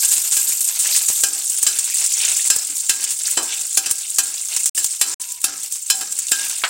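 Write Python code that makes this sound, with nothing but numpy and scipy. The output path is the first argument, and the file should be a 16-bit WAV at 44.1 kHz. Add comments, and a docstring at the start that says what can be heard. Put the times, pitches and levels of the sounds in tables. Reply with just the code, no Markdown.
"""Cashews fry in a little oil in a steel pan, close to a phone microphone in a small kitchen.
From the start steam bubbles burst as filtered impulses over hiss, and a fine spray ticks, soon dying down;
a steel spatula excites the pan's modes as it knocks and slides, and the oil spits in decaying volleys.
Shoved nuts rub by stick and slip and most shoves make the frying flare; from 2 s squeals and ringing tones join.
The frying sinks as the nuts dry; near 5 s the sound cuts out twice for a moment, then stirring goes on."""
import sys
import numpy as np
from scipy import signal
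from scipy.fft import rfft, irfft
from scipy.io import wavfile

SR = 44100
rng = np.random.default_rng(int(sys.argv[2]) if len(sys.argv) > 2 else 0)


def waveform_to_disk(signal):
    """Save audio, clipped to [-1, 1], as 16-bit WAV at the path in sys.argv[1]."""
    frames = np.transpose(np.atleast_2d(signal))
    scaled = np.clip(frames, -1, 1) * 32767
    samples = np.round(scaled).astype(np.int16)
    wavfile.write(sys.argv[1], SR, samples)


N = 295161
TIME = np.arange(N) / SR  # s

# spectrum of steam bursting through hot oil: f/Hz, relative density/dB
SIZZLE_SPECTRUM = [(100, -80), (300, -80), (600, -39.5), (1000, -27), (2000, -24), (3000, -20.5),
                   (4500, -14.5), (6000, -8.5), (7300, 0), (8300, 0.5), (9500, -4.5), (11000, -12.5),
                   (12500, -21), (16000, -9.5)]
# spatula landings: t/s, blow level before a common offset/dB, hardness as a tilt/(dB per octave),
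# ringing of the pan/dB, drive of the slide that follows/dB, slide length/s
LANDINGS = [(0.031, -20.5, 4.5, 4, -38, 0.13), (0.366, -17.5, 3, 1.5, -38, 0.16),
            (1.235, -11.5, 1.5, -3, -34.5, 0.19), (1.665, -15.5, 5, 4.5, -33, 0.13),
            (2.501, -12.5, 4, 3, -32.5, 0.16), (2.894, -12, 2.5, -0.5, -33, 0.18),
            (3.372, -21.5, 5, 9.5, -39, 0.25), (3.772, -10, 1, -3.5, -38, 0.2),
            (3.859, -21.5, 4, 1, -25, 0.05), (4.184, -10, 2, -3, -33.5, 0.16),
            (4.776, -17, 6, 0.5, -32, 0.061), (5.012, -10.5, 3, -2, -30.5, 0.17),
            (5.441, -10.5, 1.5, -8, -31, 0.15), (5.900, -11.5, 3.5, 1.5, -35, 0.25),
            (6.009, -23.5, -0.5, -2, -30, 0.026), (6.316, -12, 2, -0.5, -35, 0.19)]
# shoves of the nuts through the oil: middle t/s, length/s, rubbing level/dB, change of the sizzle/dB
SHOVES = [(0.034, 0.2, -31.5, 4), (0.302, 0.1, -39, -0.5), (0.933, 0.24, -26, 1), (1.68, 0.22, -36, 2),
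          (1.971, 0.15, -32, 2.5), (2.284, 0.34, -27.5, 5), (3.057, .14, -33, -1.5),
          (3.275, 0.17, -32.5, 3), (3.534, 0.12, -31.5, -3), (3.859, 0.14, -38, -3.5),
          (4.046, 0.11, -36, 1), (4.546, 0.32, -32.5, 2.5), (4.81, .16, -35.5, 4.5),
          (6.454, 0.38, -32.5, 5.5)]


def amp(db):
    """Level to amplitude ratio: 20 dB is a factor of ten."""
    return 10 ** (np.asarray(db) / 20)


def unit(x):
    """Normalisation to an rms of 1."""
    return x / np.sqrt(np.mean(x ** 2) + 1e-20)


def fade(t, t60):
    """Exponential decay: the amplitude falls by 60 dB in t60 seconds."""
    return np.exp(-np.log(1000) * t / max(t60, 1e-3))


def add(mix, s, sound):
    """Superposition: adds a sound to the mix from s seconds on."""
    part = mix[max(round(s * SR), 0):][:len(sound)]
    part += sound[:len(part)]


def colour(x, spectrum, size=2048):
    """Minimum-phase filter with the given spectrum: being causal, it keeps the sharp front of clicks."""
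    hz, db = np.transpose(spectrum)
    grid_hz = abs(np.fft.fftfreq(size, 1 / SR)) + 1
    log_gain = np.log(amp(np.interp(np.log(grid_hz), np.log(hz), db)))
    # the Hilbert transform of the log gain gives the phase
    taps = np.fft.ifft(np.exp(np.conj(signal.hilbert(log_gain)))).real
    return signal.fftconvolve(x, taps[:size // 2])[:len(x)]


def band(x, hz, octaves):
    """Band-pass filter: a bell around hz on an octave scale."""
    away = np.log2((np.fft.rfftfreq(len(x), 1 / SR) + 1) / hz) / octaves
    return unit(irfft(rfft(x) / (1 + (away ** 2 / 2) ** 2), len(x)))


def wander(per_s):
    """Low-passed noise of rms 1, which changes about per_s times a second."""
    lowpass = 1 / (1 + (np.fft.rfftfreq(N, 1 / SR) / per_s) ** 2)
    return unit(irfft(rfft(rng.standard_normal(N)) * lowpass, N))


def clicks(per_s, spread_db, size=N):
    """Random impulse train: either sign, with levels spread exponentially on the dB scale."""
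    chance = rng.random(size)
    strength = rng.exponential(1, size)
    sign = rng.choice([-1, 1], size)
    return (chance < per_s / SR) * sign * amp(spread_db * np.minimum(strength, 4))


def echoes(x, t60, wet_db, size=16384, count=5):
    """Diffuse reverberation: dense dying reflections, whose paths keep changing as things move."""
    t = np.arange(size) / SR
    tails = rng.standard_normal((count, size)) * fade(t, t60) * (t > .0008)
    path = (np.arange(N) // 300) % count  # a new path every 300 samples
    wet = np.zeros(N)
    for k, tail in enumerate(tails):
        wet += signal.oaconvolve(x * (path == k), tail / np.linalg.norm(tail))[:N]
    return x + amp(wet_db) * wet


def bubbles(per_s, spread_db, low_hz, high_hz, cycles, rise, count=16):
    """Damped cavity resonance: each bubble pings with rising pitch, smaller bubbles higher."""
    t = np.arange(400) / SR
    out = np.zeros(N)
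    for hz in np.geomspace(low_hz, high_hz, count):
        age = t * hz / cycles
        pitch_hz = hz * (1 + rise * np.tanh(age / 2))
        ping = np.sin(2 * np.pi * np.cumsum(pitch_hz) / SR) * np.exp(-age)
        train = np.convolve(clicks(per_s / count, spread_db), ping)[:N]
        out += np.sqrt(hz) * unit(train)
    return unit(out)


def thuds(rows, size=16384):
    """Dense modal ringing: short blows as decaying band noise; rows of t/s, level/dB, f/Hz, octaves, t60/s."""
    out = np.zeros(N)
    t = np.arange(size) / SR
    for s, db, hz, octaves, t60 in rows:
        onset = 1 - np.exp(-t / 0.000077)
        blow = band(rng.standard_normal(size), hz, octaves) * fade(t, t60) * onset
        early = blow[t < max(t60, .01) / 8]
        add(out, s, amp(db) * blow / early.std())
    return out


def swell(middle, length):
    """Gaussian pulse: a shove gathers speed and slows, from 0 to 1, length wide at half height."""
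    return 2 ** -((2 * (TIME - middle) / length) ** 2)


def flare_db():
    """Steam release: shoves turn moist sides of the nuts into the oil, raising or, at times, lowering the level."""
    return sum(db * swell(middle, length) for middle, length, _, db in SHOVES)


def low_rush():
    """Stationary random noise: a faint, mostly low rush."""
    # spectrum of the rush: f/Hz, relative density/dB
    rush_spectrum = [(20, -22), (60, -4), (110, 11), (150, -7), (270, -23), (1000, -18), (4000, -4.5),
                     (16000, -20.5)]
    return amp(-68) * unit(colour(rng.standard_normal(N), rush_spectrum))


def clunks():
    """Impact excitation: the pan rocks on its support; a harder knock favours the higher bands."""
    # shifts of the pan: t/s, level/dB, hardness as a tilt/(dB per octave)
    shifts = [(1.242, -51, -6), (3.373, -27, -0.5), (6.637, -27.5, 13.5)]
    # crowded bands of the pan on its support: centre f/Hz, relative level/dB, width/octaves, t60/s
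    support_bands = [(344, -8.5, 0.39, 0.3), (870, -4, 0.46, 0.32), (1400, -2.5, 0.33, 0.14),
                     (2100, -2, 0.72, 0.1)]
    rows = []
    for s, level_db, tilt_db in shifts:
        for hz, db, octaves, t60 in support_bands:
            rows.append((s, level_db + db + tilt_db * np.log2(hz / 1000), hz, octaves, t60))
    return thuds(rows)


def clacks(count=3):
    """Collision of small solids: nuts ring on each other and the steel, a few lighter ones around each shove."""
    # loudest clacks: t/s, level/dB, centre f/Hz, t60/s
    loud_clacks = [(.925, -20.5, 5170, .25), (0.948, -30.5, 2410, 0.12), (2.202, -28.5, 3050, 0.35),
                   (2.232, -27, 2800, 0.17), (2.279, -31.5, 2090, 0.053), (3.254, -24, 4700, .066),
                   (3.524, -28, 3000, 0.11), (4.379, -27, 4500, 0.027), (6.283, -30, 3650, 0.044)]
    octaves = 0.32  # width of the band that a nut rings in
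    low_hz, high_hz = 1750, 4600  # pitch range of the lighter clacks
    rows = [(s, db, hz, octaves, t60) for s, db, hz, t60 in loud_clacks]
    for middle, length, db, _ in SHOVES:
        for when, pitch, softness in rng.random((count, 3)):
            hz = low_hz * (high_hz / low_hz) ** pitch
            level_db = db - 1.5 - 6 * softness  # relative to the rubbing
            rows.append((middle + (when - .5) * length, level_db, hz, octaves, 0.053))
    return thuds(rows, size=8192)


def squeals_and_ringing():
    """Narrow-band resonance: the sliding edge squeals with gliding pitch, or the blade or pan rings on."""
    # tones: start t/s, end t/s, level/dB, first f/Hz, last f/Hz, rms pitch wander/octaves;
    # the faint, nearly steady one near 970 Hz is the blade ringing, the last, near 1.6 kHz, a mode of the pan
    tone_rows = [(1.914, 1.95, -36, 2550, 2010, 0.19), (2.693, 2.742, -48.5, 300, 270, 0.17),
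                 (5.011, 5.463, -54, 972, 985, 0.037), (5.467, 5.598, -46.5, 1480, 1236, 0.03),
                 (5.915, 6.07, -44.5, 770, 793, 0.059), (6.306, 6.482, -36.5, 1557, 1690, 0.0046)]
    out = np.zeros(N)
    for start, end, db, first_hz, last_hz, octaves in tone_rows:
        size = max(round((end - start) * SR), 64)
        hz = np.linspace(first_hz, last_hz, size) * 2 ** (octaves * wander(116)[:size])
        level_db = 2.5 * wander(50)[:size] + np.linspace(0, -6, size)  # unsteady, easing off
        tone = np.sin(2 * np.pi * np.cumsum(hz) / SR) * amp(level_db)
        add(out, start, amp(db) * unit(tone) * signal.windows.tukey(size, .4))
    return out


def rubbing_db():
    """Addition of powers: sinking light contact, weaker before each landing, plus a swell for each shove."""
    lift_s = .16  # the spatula is in the air before it lands
    lifted = np.max([swell(row[0] - lift_s / 2, lift_s) for row in LANDINGS], axis=0)
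    contact_db = -33.5 - 1.4 * TIME - 4 * lifted
    shove_power = sum((amp(db) * swell(middle, length)) ** 2 for middle, length, db, _ in SHOVES)
    return 10 * np.log10(amp(contact_db) ** 2 + shove_power)


def rubbing():
    """Stick-slip friction: nuts catch and slip on the steel, and churn up larger bubbles that chirp."""
    # spectrum of nuts rubbing on steel: f/Hz, relative density/dB
    rub_spectrum = [(100, -96), (280, -17), (500, -12.5), (800, -8), (1300, -7), (2000, -5), (2700, 1),
                    (4000, -2), (6000, 2.5), (9000, -2), (14000, -52)]
    slips = unit(clicks(1400, spread_db=4.0) * amp(10.3 * np.tanh(wander(12.3))))
    chirps = bubbles(per_s=220, spread_db=3.2, low_hz=2000, high_hz=6000, cycles=4.5, rise=.3)
    churn = echoes(slips + amp(-5) * chirps, t60=.05, wet_db=-3, size=4096)
    return unit(colour(churn, rub_spectrum)) * amp(rubbing_db())


def ring(force, tilt_db):
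    """Modal superposition: the force drives the pan's modes, reweighted and detuned at random for each call."""
    # modes of the pan and spatula: f/Hz before detuning, mean level/dB, t60/s
    pan_modes = [(288, -28, .4), (349, -28, .4), (425, -31, .3), (780, -19, .3), (962, -24, .3),
                 (1300, -18, .2), (1415, -20, .25), (1594, -8, .18), (1626, -11.5, .17), (1688, -12, .18),
                 (2470, -17, .2), (2600, -14, .14), (2670, -13, .15), (2830, -16, .14), (3045, -10, .15),
                 (3088, -11, .17), (3480, -17, .14), (4044, -9, .2), (4360, -15, .18), (4730, -10, .11),
                 (4880, -12, .11), (5192, -6, .18), (5320, -10, .11), (5620, -9, .11), (6020, -8, .11),
                 (6930, -5, .1), (7330, -4, .1), (7516, 1, .12), (7745, -4, .1), (8320, -5, .1)]
    t = np.arange(len(force)) / SR
    spread = [[6], [.007], [np.pi]]  # dB, fraction of the frequency, radians
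    weights_db, detunings, phases = rng.uniform(-1, 1, (3, len(pan_modes))) * spread
    response = np.zeros(len(force))
    for (hz, db, t60), weight_db, detune, phase in zip(pan_modes, weights_db, detunings, phases):
        level_db = db + weight_db + tilt_db * np.log2(hz / 3000)
        response += amp(level_db) * np.sin(2 * np.pi * hz * (1 + detune) * t + phase) * fade(t, t60)
    return signal.fftconvolve(force, response)[:len(force)]


def spatula(size=20000, count=660):
    """Impact, then friction: steel clashes and rings, and the sliding edge keeps driving the modes."""
    # spectrum of steel on steel: f/Hz, relative density/dB
    clash_spectrum = [(40, -22.5), (150, -24), (300, -19), (550, -17.5), (1000, -19), (2200, -15.5),
                      (3000, -11), (4200, -11.5), (6000, -6), (8300, -3.5), (9700, -5.5), (10500, -7),
                      (12000, -15), (16000, -13)]
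    # spectrum of the dragged edge: f/Hz, relative density/dB
    drag_spectrum = [(60, -44), (180, -7.5), (290, 0), (520, -4.5), (780, -4), (1400, 0.5), (2100, 0),
                     (3000, -3.5), (6000, 11.5), (12000, -35)]
    out = np.zeros(N)
    t = np.arange(size) / SR
    for s, blow_db, tilt_db, ring_db, slide_db, slide_s in LANDINGS:
        tone = ring(signal.unit_impulse(size), tilt_db)
        chatter = rng.standard_normal(size) * fade(t, 0.024)
        # each blow also wakes a random crowd of short-lived modes
        crowd = np.zeros(size)
        for hz in rng.uniform(900, 15500, size=110):
            crowd += np.sin(2 * np.pi * hz * t) * rng.standard_normal()
        crowd *= fade(t, .085)
        clash = chatter / chatter[:count].std() + amp(-2.5) * crowd / crowd[:count].std()
        clash = colour(clash, clash_spectrum)
        blow = amp(ring_db - 3.5) * tone / tone[:count].std() + amp(0.5) * clash / clash[:count].std()
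        cushion = 1 - np.exp(-t / .0015)  # the oil film softens the landing
        add(out, s, amp(blow_db + 2.0) * blow * cushion)

        # the edge starts to brush the steel just before it lands
        graze = unit(colour(rng.standard_normal(count), clash_spectrum)) * np.hanning(count)
        add(out, s - .006, amp(blow_db - 13) * graze)

        edge = clicks(1500, spread_db=4, size=size)
        singing = unit(colour(ring(edge, tilt_db), [(300, 4.5), (1600, -4.5), (3000, -20.0), (7500, -5)]))
        slide = amp(ring_db) * singing + amp(-3.0) * unit(colour(edge, drag_spectrum))
        add(out, s, amp(slide_db) * slide / (1 + (t / slide_s) ** 6))
    return out


def spray():
    """Random impulse noise: the smallest droplets tick at the very top, most while the nuts are still wet."""
    # spectrum of the droplets: f/Hz, relative density/dB
    fizz_spectrum = [(3000, -33), (8000, 13), (11000, 5), (13000, 20), (16000, -31)]
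    ticks = clicks(per_s=2500, spread_db=3.5)
    wetness = 1 / (1 + (TIME / 1.33) ** 6)  # halved at 1.33 s
    level_db = -44 + 16.5 * wetness + 0.42 * flare_db()
    return unit(colour(ticks * amp(3.3 * wander(25)), fizz_spectrum)) * amp(level_db)


def sizzle_db():
    """Falling steam production: the level sinks as the nuts dry, varies with shoves and briefly dips or lifts."""
    # brief changes of the sizzle: middle t/s, length/s, change/dB
    brief_changes = [(1.487, 0.16, -0.5), (3.74, 0.36, 2), (5.386, 0.17, -7)]
    changes_db = sum(db * swell(middle, length) for middle, length, db in brief_changes)
    return -19.5 - 1.43 * TIME + flare_db() + changes_db


def lesser_spits(count=44):
    """Random events, one per equal time slot, as strong as the frying is lively: t/s, level/dB, t60/s."""
    place, strength, length = rng.random((count, 3)).T
    s = (np.arange(count) + place) / count * N / SR
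    level_db = np.interp(s, TIME, sizzle_db()) + 4.5 * (1 - 2 * strength)
    return list(zip(s, level_db, .11 * (.5 + length)))


def spits(size=4096, count=220):
    """Flash boiling: a water drop turns to steam with one snap, then a dying volley of smaller ones."""
    # hard spits: t/s, level/dB, t60 of the burst/s, low thump/dB
    hard_spits = [(0.1188, -12, 0.15, -24), (0.18, -13.5, 0.041, -23), (0.3193, -14, 0.4, -42),
                  (0.492, -16, 0.2, -20.5), (0.607, -13, .08, -42), (0.7949, -16.5, 0.45, -54),
                  (0.962, -9.5, 0.095, -45), (0.9752, -13, .05, -41), (1.084, -10, 0.11, -50),
                  (1.099, -18.5, 0.21, -14), (1.6283, -7.5, .06, -37), (1.788, -12.5, 0.044, -50),
                  (2.297, -15, 0.022, -31), (2.475, -14, 0.035, -50), (2.5619, -10, 0.04, -14.5),
                  (3.04, -14, 0.047, -50), (3.1055, -16, 0.21, -54), (3.911, -7, 0.057, -17),
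                  (4.564, -10.5, 0.053, -25), (4.6572, -9, 0.083, -24.5), (4.8439, -9, 0.041, -22.5),
                  (5.215, -21, 0.085, -46), (5.32, -19, 0.032, -43), (5.4163, -21.5, 0.023, -55),
                  (5.6318, -20, 0.094, -55), (5.723, -15.5, 0.027, -55), (6.124, -17.5, 0.023, -50),
                  (6.188, -13, 0.065, -54)]
    out = np.zeros(N)
    t = np.arange(size) / SR
    for s, db, t60 in lesser_spits() + [row[:3] for row in hard_spits]:
        hz = 8360 * 2 ** (0.21 * rng.standard_normal())  # scatter in octaves
        volley = clicks(1500, spread_db=2.5, size=size) + .4 * rng.standard_normal(size)
        volley += 1.2 * signal.unit_impulse(size)
        tilt_db = 12 * np.log2(hz / 8000)  # per octave: larger drops sound lower
        spectrum = [(f, d + tilt_db * np.clip(np.log2(f / 8000), -1.2, 1)) for f, d in SIZZLE_SPECTRUM]
        burst = colour(volley * fade(t, t60), spectrum)
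        add(out, s, amp(db) * burst / burst[:count].std())
    u = t / 0.00031
    thump = (1 - u / 2) * np.exp(-u)  # a low thump as the hardest spits overload the microphone
    for s, _, _, thump_db in hard_spits:
        add(out, s + 0.00284, amp(thump_db) * thump)
    return out


def sizzle():
    """Bubble acoustics: steam bursts in clumps over a fine hiss, and the pan reflects each one."""
    pings = bubbles(per_s=1100, spread_db=3.0, low_hz=3000, high_hz=13500, cycles=2.4, rise=.1)
    snaps = unit(clicks(per_s=750, spread_db=-4.5))
    clumps_db = 4.5 * np.tanh(wander(50))
    crackle = unit((pings + amp(-5) * snaps) * amp(clumps_db))
    hiss = amp(-14) * rng.standard_normal(N)
    frying = echoes(crackle + hiss, t60=.055, wet_db=-2, size=4096, count=12)
    return unit(colour(frying, SIZZLE_SPECTRUM)) * amp(sizzle_db())


def scene():
    """Superposition in a small room: the pan's sounds reverberate over a faint rush, the same in both ears."""
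    stirring = clunks() + clacks() + squeals_and_ringing() + rubbing() + spatula()
    frying = spray() + spits() + sizzle()
    kitchen = echoes(frying + stirring, t60=.3, wet_db=-20, count=3)
    sound = kitchen + low_rush()
    return np.array([sound, sound])


def record(dry):
    """Saturation: peaks are rounded off a little unevenly; then come two cut-outs and a band limit."""
    # silent moments: start t/s, end t/s
    gaps = [(4.695, 4.748), (5.143, 5.1985)]
    fine = signal.resample_poly(dry, 2, 1, axis=1)  # twice the rate, against aliasing
    fine = fine / (1 + (fine / .8) ** 4) ** (1 / 4)
    sound = signal.resample_poly(fine + 0.0098 * fine ** 2, 1, 2, axis=1)
    for start, end in gaps:
        sound = sound * ((TIME < start) | (TIME > end))
    lowpass = signal.firwin(511, 15950, window=("kaiser", 8), fs=SR)  # cut-off in Hz
    return signal.oaconvolve(sound, lowpass[None], "same")


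dry = scene()
out = record(dry)
waveform_to_disk(out)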